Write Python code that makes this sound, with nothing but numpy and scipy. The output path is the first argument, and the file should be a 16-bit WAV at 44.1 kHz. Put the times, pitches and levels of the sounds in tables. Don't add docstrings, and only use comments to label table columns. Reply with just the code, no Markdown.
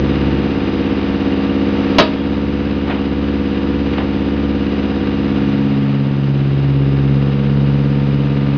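import sys
import numpy as np
from scipy import signal
from scipy.fft import rfft, irfft, next_fast_len
from scipy.io import wavfile

SR = 44100
rng = np.random.default_rng(int(sys.argv[2]) if len(sys.argv) > 2 else 0)


def wav_out(sig):
    wavfile.write(sys.argv[1], SR, np.round(np.clip(np.atleast_2d(sig).T, -1, 1) * 32767).astype(np.int16))


N = 377937
TIME = np.arange(N) / SR
IDLE_FIRING_HZ = 68.57


def undb(db):
    return np.exp(np.asarray(db) * (np.log(10) / 20))


def colour(x, spectrum):
    hz, db = np.transpose(spectrum)
    size = next_fast_len(N)
    bins_hz = np.arange(size // 2 + 1) * SR / size
    gain = undb(np.interp(np.log(bins_hz + 1), np.log(hz), db))
    shaped = irfft(rfft(x, size) * gain, size)[:N]
    return shaped / np.sqrt(np.mean(shaped ** 2))


def walk(rate_hz):
    steps = rng.standard_normal(1024)
    return np.interp(TIME * rate_hz, np.arange(len(steps)), steps)


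def fade(age_s, t60_s):
    return (age_s >= 0) * np.exp(-np.log(1000) * np.abs(age_s) / t60_s)


def governor(ramp_s=.18):
    # start_s, end_s, rise_hz
    loads = [(-1, .43, .55), (2.25, 9, .45), (2.26, 2.85, 1.1), (3.14, 3.36, 1.2), (3.68, 3.88, 1.15),
             (4.26, 4.57, 1.1), (7.5, 9, .9)]
    return sum(rise_hz * np.clip(np.minimum(TIME - start_s, end_s - TIME) / ramp_s + .5, 0, 1)
               for start_s, end_s, rise_hz in loads)


def on_driveway(mic_m, garden_end_m=.31, driveway_m=.59):
    return np.clip((mic_m - garden_end_m) / (driveway_m - garden_end_m), 0, 1)


def standing_wave(order, mic_m):
    waves = [(4, .7, 0.49, 1.17), (8, .93, 0.16, 1.64), (12, 0.51, 0.91, 0.81), (16, 0.35, .73, 0.65),
             (20, .6, 1.47, 1.17), (23, 0.3, 1.65, 1.14), (28, 0.39, .7, 1.16)]
    for wave_order, reflection, node_m, spacing_m in waves:
        if round(wave_order) == order:
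            return np.abs(1 - reflection * np.exp(2j * np.pi * (mic_m - node_m) / spacing_m))
    return 1


def pipe_phase(orders, db):
    log_gain = np.interp(np.arange(2 * len(orders)), orders, db) * np.log(10) / 20
    mirrored = np.r_[log_gain, log_gain[-2:0:-1]]
    return -signal.hilbert(mirrored).imag[orders]


def exhaust(cycles, rise_hz, mic_m, shade_db, ring_hz=250, width_hz=130, shade_hz=420,
            load_db=9, load_knee_hz=.65, bass_hz=160):
    # order, garden_db, driveway_db
    lines = [(4, -32, -34.5), (5, -32.5, -36.5), (6, -33, -38), (7, -54.5, -45.5), (8, -19.5, -21.6),
             (9, -48, -36), (10, -35, -49), (11, -28, -35.5), (12, -18, -22.8), (13, -35.5, -34),
             (14, -46, -54.5), (15, -28, -39), (16, -19, -23), (17, -34, -32), (18, -44, -46),
             (19, -25, -40.5), (20, -38.5, -32.5), (21, -34.5, -51), (22, -49, -48.5), (23, -33.5, -33.5),
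             (24, -40, -49), (25, -44.5, -40), (26, -48, -55), (27, -37, -42), (28, -32.3, -34),
             (29, -54, -56.5), (30, -64.5, -45), (31, -39, -41.5), (32, -39, -42), (33, -55, -58.5),
             (34, -52.5, -61), (35, -55, -59), (36, -47.5, -42.5)]
    orders, garden_db, driveway_db = np.transpose(lines)
    orders = np.rint(orders).astype(int)
    garden_rad, driveway_rad = pipe_phase(orders, garden_db), pipe_phase(orders, driveway_db)
    driveway = on_driveway(mic_m)
    load = np.tanh(rise_hz / load_knee_hz)
    out = np.zeros(N)
    for i, order in enumerate(orders):
        hz = order * cycles[-1] / TIME[-1]
        smear_rad = -2 * np.arctan(hz * width_hz / (ring_hz ** 2 - hz ** 2))
        phase_rad = (1 - driveway) * (garden_rad[i] + smear_rad) + driveway * driveway_rad[i]
        db = (1 - driveway) * garden_db[i] + driveway * driveway_db[i]
        db += shade_db * min(hz / shade_hz, 1) ** 2
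        if order % 4 == 0:
            bass = 1 / (1 + (hz / bass_hz) ** 8)
            db += load_db * bass * load + .74 * walk(7)
        else:
            db += walk(7) - .1
        out += undb(db) * standing_wave(order, mic_m) * np.cos(2 * np.pi * order * cycles + phase_rad)
    return np.sqrt(2) * out * undb(.23 * walk(IDLE_FIRING_HZ))


def throb(cycles, firing_db, lump_db=0):
    angle_rad = 2 * np.pi * (cycles - .13)
    return undb(lump_db * np.cos(angle_rad) + firing_db * np.cos(4 * angle_rad))


def clatter(cycles, parts=24, scatter_db=3, slack_s=.00004, ring_t60_s=.028, wall_db=-19, wall_t60_s=.31):
    # freq_hz, gain_db
    block = [(350, -7.5), (620, 2), (770, 4.5), (840, 1), (1130, 1), (1400, 0), (2000, -5.5), (2550, -4.5),
             (2830, -5.5), (3350, -12), (3750, -6.5), (4500, -17.5), (5030, -14.5), (5500, -33.5)]
    whole_cycles = np.arange(int(cycles[-1]) + 1)
    age_s = TIME[:SR // 8]
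    decay = fade(age_s, ring_t60_s) + undb(wall_db) * fade(age_s, wall_t60_s)
    out = np.zeros(N)
    for part in range(parts):
        offset_cycles = (part + rng.uniform(-.32, .3)) / parts
        lateness, force = rng.standard_normal((len(whole_cycles), 2)).T
        hit_s = np.interp(whole_cycles + offset_cycles, cycles, TIME, right=-1) + slack_s * lateness
        inside = (hit_s > 0) & (hit_s < TIME[-1])
        hits = np.zeros(N)
        hits[(hit_s[inside] * SR).astype(int)] = undb(scatter_db * force[inside])
        ring = rng.standard_normal(len(age_s)) * decay
        looseness = undb(walk(2))
        out += signal.oaconvolve(hits * looseness, ring)[:N]
    return colour(out * throb(cycles, firing_db=-.1, lump_db=2.1), block)


def air_rush(cycles, flutter_db=.5):
    # freq_hz, gain_db
    spectrum = [(20, -9.5), (45, -3), (90, -0.5), (200, 2.5), (330, 4.5), (520, -2), (800, -12.5),
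                (1500, -10.5), (2900, -12.5), (3500, -18.5), (5000, -25.5), (5500, -35.5), (6000, -31),
                (6600, -57)]
    rush = rng.standard_normal(N) * throb(cycles, firing_db=.5)
    return colour(rush * undb(flutter_db * walk(6.6)), spectrum)


def whine(cycles, wander_rad=.84, waver_db=2):
    # order, relative_db
    tones = [(44, -49.5), (45, -49.5), (52, -44), (56, -52), (65, -50), (69, -46.5), (163, -49.5)]
    out = np.zeros(N)
    for order, db in tones:
        amplitude = np.sqrt(2) * undb(db + waver_db * walk(9))
        out += amplitude * np.cos(2 * np.pi * order * cycles + wander_rad * walk(18))
    return out


def bang(ring_db=-6.5, crack_db=2, crack_t60_s=.054, slap_db=-11, slap_t60_s=.32):
    # start_s, level_db
    blows = [(1.9838, -3), (1.9877, -14), (1.997, -4.5), (2.004, -7.5), (2.017, -13.5)]
    # pitch_hz, level_db, t60_s
    modes = [(340, -3.5, 0.071), (435.4, 1, 0.15), (619, 5, 0.3), (662, 3.5, 0.23), (920, -15.5, 0.16),
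             (952, 5.5, 0.26), (1048, -1, 0.086), (1232, -3.5, 0.16), (1313, -1, 0.17), (1710, -12.5, 0.22),
             (2495, -19, .2), (2580, -8, 0.07), (2800, -14.5, 0.073), (3850, -9, 0.15), (4550, -15.5, .15)]
    # freq_hz, gain_db
    spectrum = [(60, -30), (200, 5), (600, -2.5), (1200, -8), (2200, -8.5), (2800, -5.5), (3500, -10.5),
                (5000, -16), (5600, -34), (6100, -36), (7000, -52.5)]
    age_s = TIME[:SR // 2]
    ring = sum(undb(db) * fade(age_s, t60_s) * np.sin(2 * np.pi * hz * age_s) for hz, db, t60_s in modes)
    hits, crack_power = np.zeros(N), np.zeros(N)
    for start_s, db in blows:
        hits[int(start_s * SR)] += undb(db)
        decay = fade(TIME - start_s, crack_t60_s) + undb(slap_db) * fade(TIME - start_s, slap_t60_s)
        crack_power += (undb(db) * decay) ** 2
    crack = colour(rng.standard_normal(N), spectrum) * np.sqrt(crack_power)
    return undb(ring_db) * signal.oaconvolve(hits, ring)[:N] + undb(crack_db) * crack


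def squeak(peak_s=2.2, half_width_s=.06, pitch_hz=3310, level_db=-40.5):
    envelope = np.exp(-((TIME - peak_s) / half_width_s) ** 2)
    return np.sqrt(2) * undb(level_db) * envelope * np.sin(2 * np.pi * pitch_hz * TIME + walk(60))


def scuffs(grain_db=2):
    # peak_s, rise_s, fall_s, level_db, tilt_db_per_octave
    contacts = [(2.91, .028, .045, -18.8, .3), (3.937, .004, .009, -22, 4), (3.982, .002, .01, -15.6, 1),
                (4.002, .01, .03, -20.8, -3)]
    # freq_hz, gain_db
    spectrum = [(300, -14.5), (650, 6), (1100, 3.5), (1600, 0.5), (3000, -5), (3900, -13.5), (4500, -22),
                (5500, -40)]
    out = np.zeros(N)
    for peak_s, rise_s, fall_s, level_db, tilt_db_per_octave in contacts:
        grit = rng.standard_normal(N) * undb(grain_db * walk(110))
        tilted = [(hz, db + tilt_db_per_octave * np.log2(hz)) for hz, db in spectrum]
        envelope = np.exp(-np.maximum((peak_s - TIME) / rise_s, (TIME - peak_s) / fall_s))
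        out += undb(level_db) * envelope * colour(grit, tilted)
    return out


def gain_control(x, limit_db=-9, slope=.78, attack_s=.023, recover_db_per_s=.48):
    step = 1 / (attack_s * SR)
    power = signal.lfilter([step], [1, step - 1], np.clip(x, -1, 1) ** 2)
    cut_db = slope * np.maximum(10 * np.log10(power + 1e-12) - limit_db, 0)
    recovered_db = recover_db_per_s * TIME
    return x * undb(recovered_db - np.maximum.accumulate(cut_db + recovered_db, axis=-1))


def scene(machine_db=-29.5, driveway_change_db=-3, shade_share=.45):
    # time_s, position_m, shade_db
    path = [(0, 0.024, 2), (.4, 0.055, 0), (1.1, 0.15, -0.3), (1.9, 0.21, 1.5), (5.1, .21, 1),
            (5.65, 0.36, -0.4), (6.05, 0.56, -1.5), (6.35, 0.68, -1.5), (6.9, 1.05, -1.3), (7.4, 1.37, 0.5),
            (7.9, 1.475, -0.4), (8.57, 1.54, -0.5)]
    path_s, *columns = np.transpose(path)
    mic_m, shade_db = [np.interp(TIME, path_s, column) for column in columns]
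    rise_hz = governor()
    cycles = np.cumsum(IDLE_FIRING_HZ + rise_hz) / (4 * SR) - .63
    machine = undb(-2) * clatter(cycles) + undb(3) * air_rush(cycles) + undb(31) * whine(cycles)
    machine *= undb(machine_db + driveway_change_db * on_driveway(mic_m) + shade_share * shade_db)
    engine = exhaust(cycles, rise_hz, mic_m, shade_db) + machine
    return (engine + bang() + scuffs() + squeak())[None]


def record(dry, mic_hz=6400, top_hz=15400):
    mic_lowpass = signal.cheby1(10, .2, mic_hz, fs=SR, output="sos")
    top_lowpass = signal.ellip(8, .1, 70, top_hz, fs=SR, output="sos")
    narrow = signal.sosfilt(mic_lowpass, np.clip(gain_control(dry), -.83, .83))
    return signal.sosfilt(top_lowpass, np.clip(narrow, -.98, .98))


dry = scene()
out = record(dry)
wav_out(out)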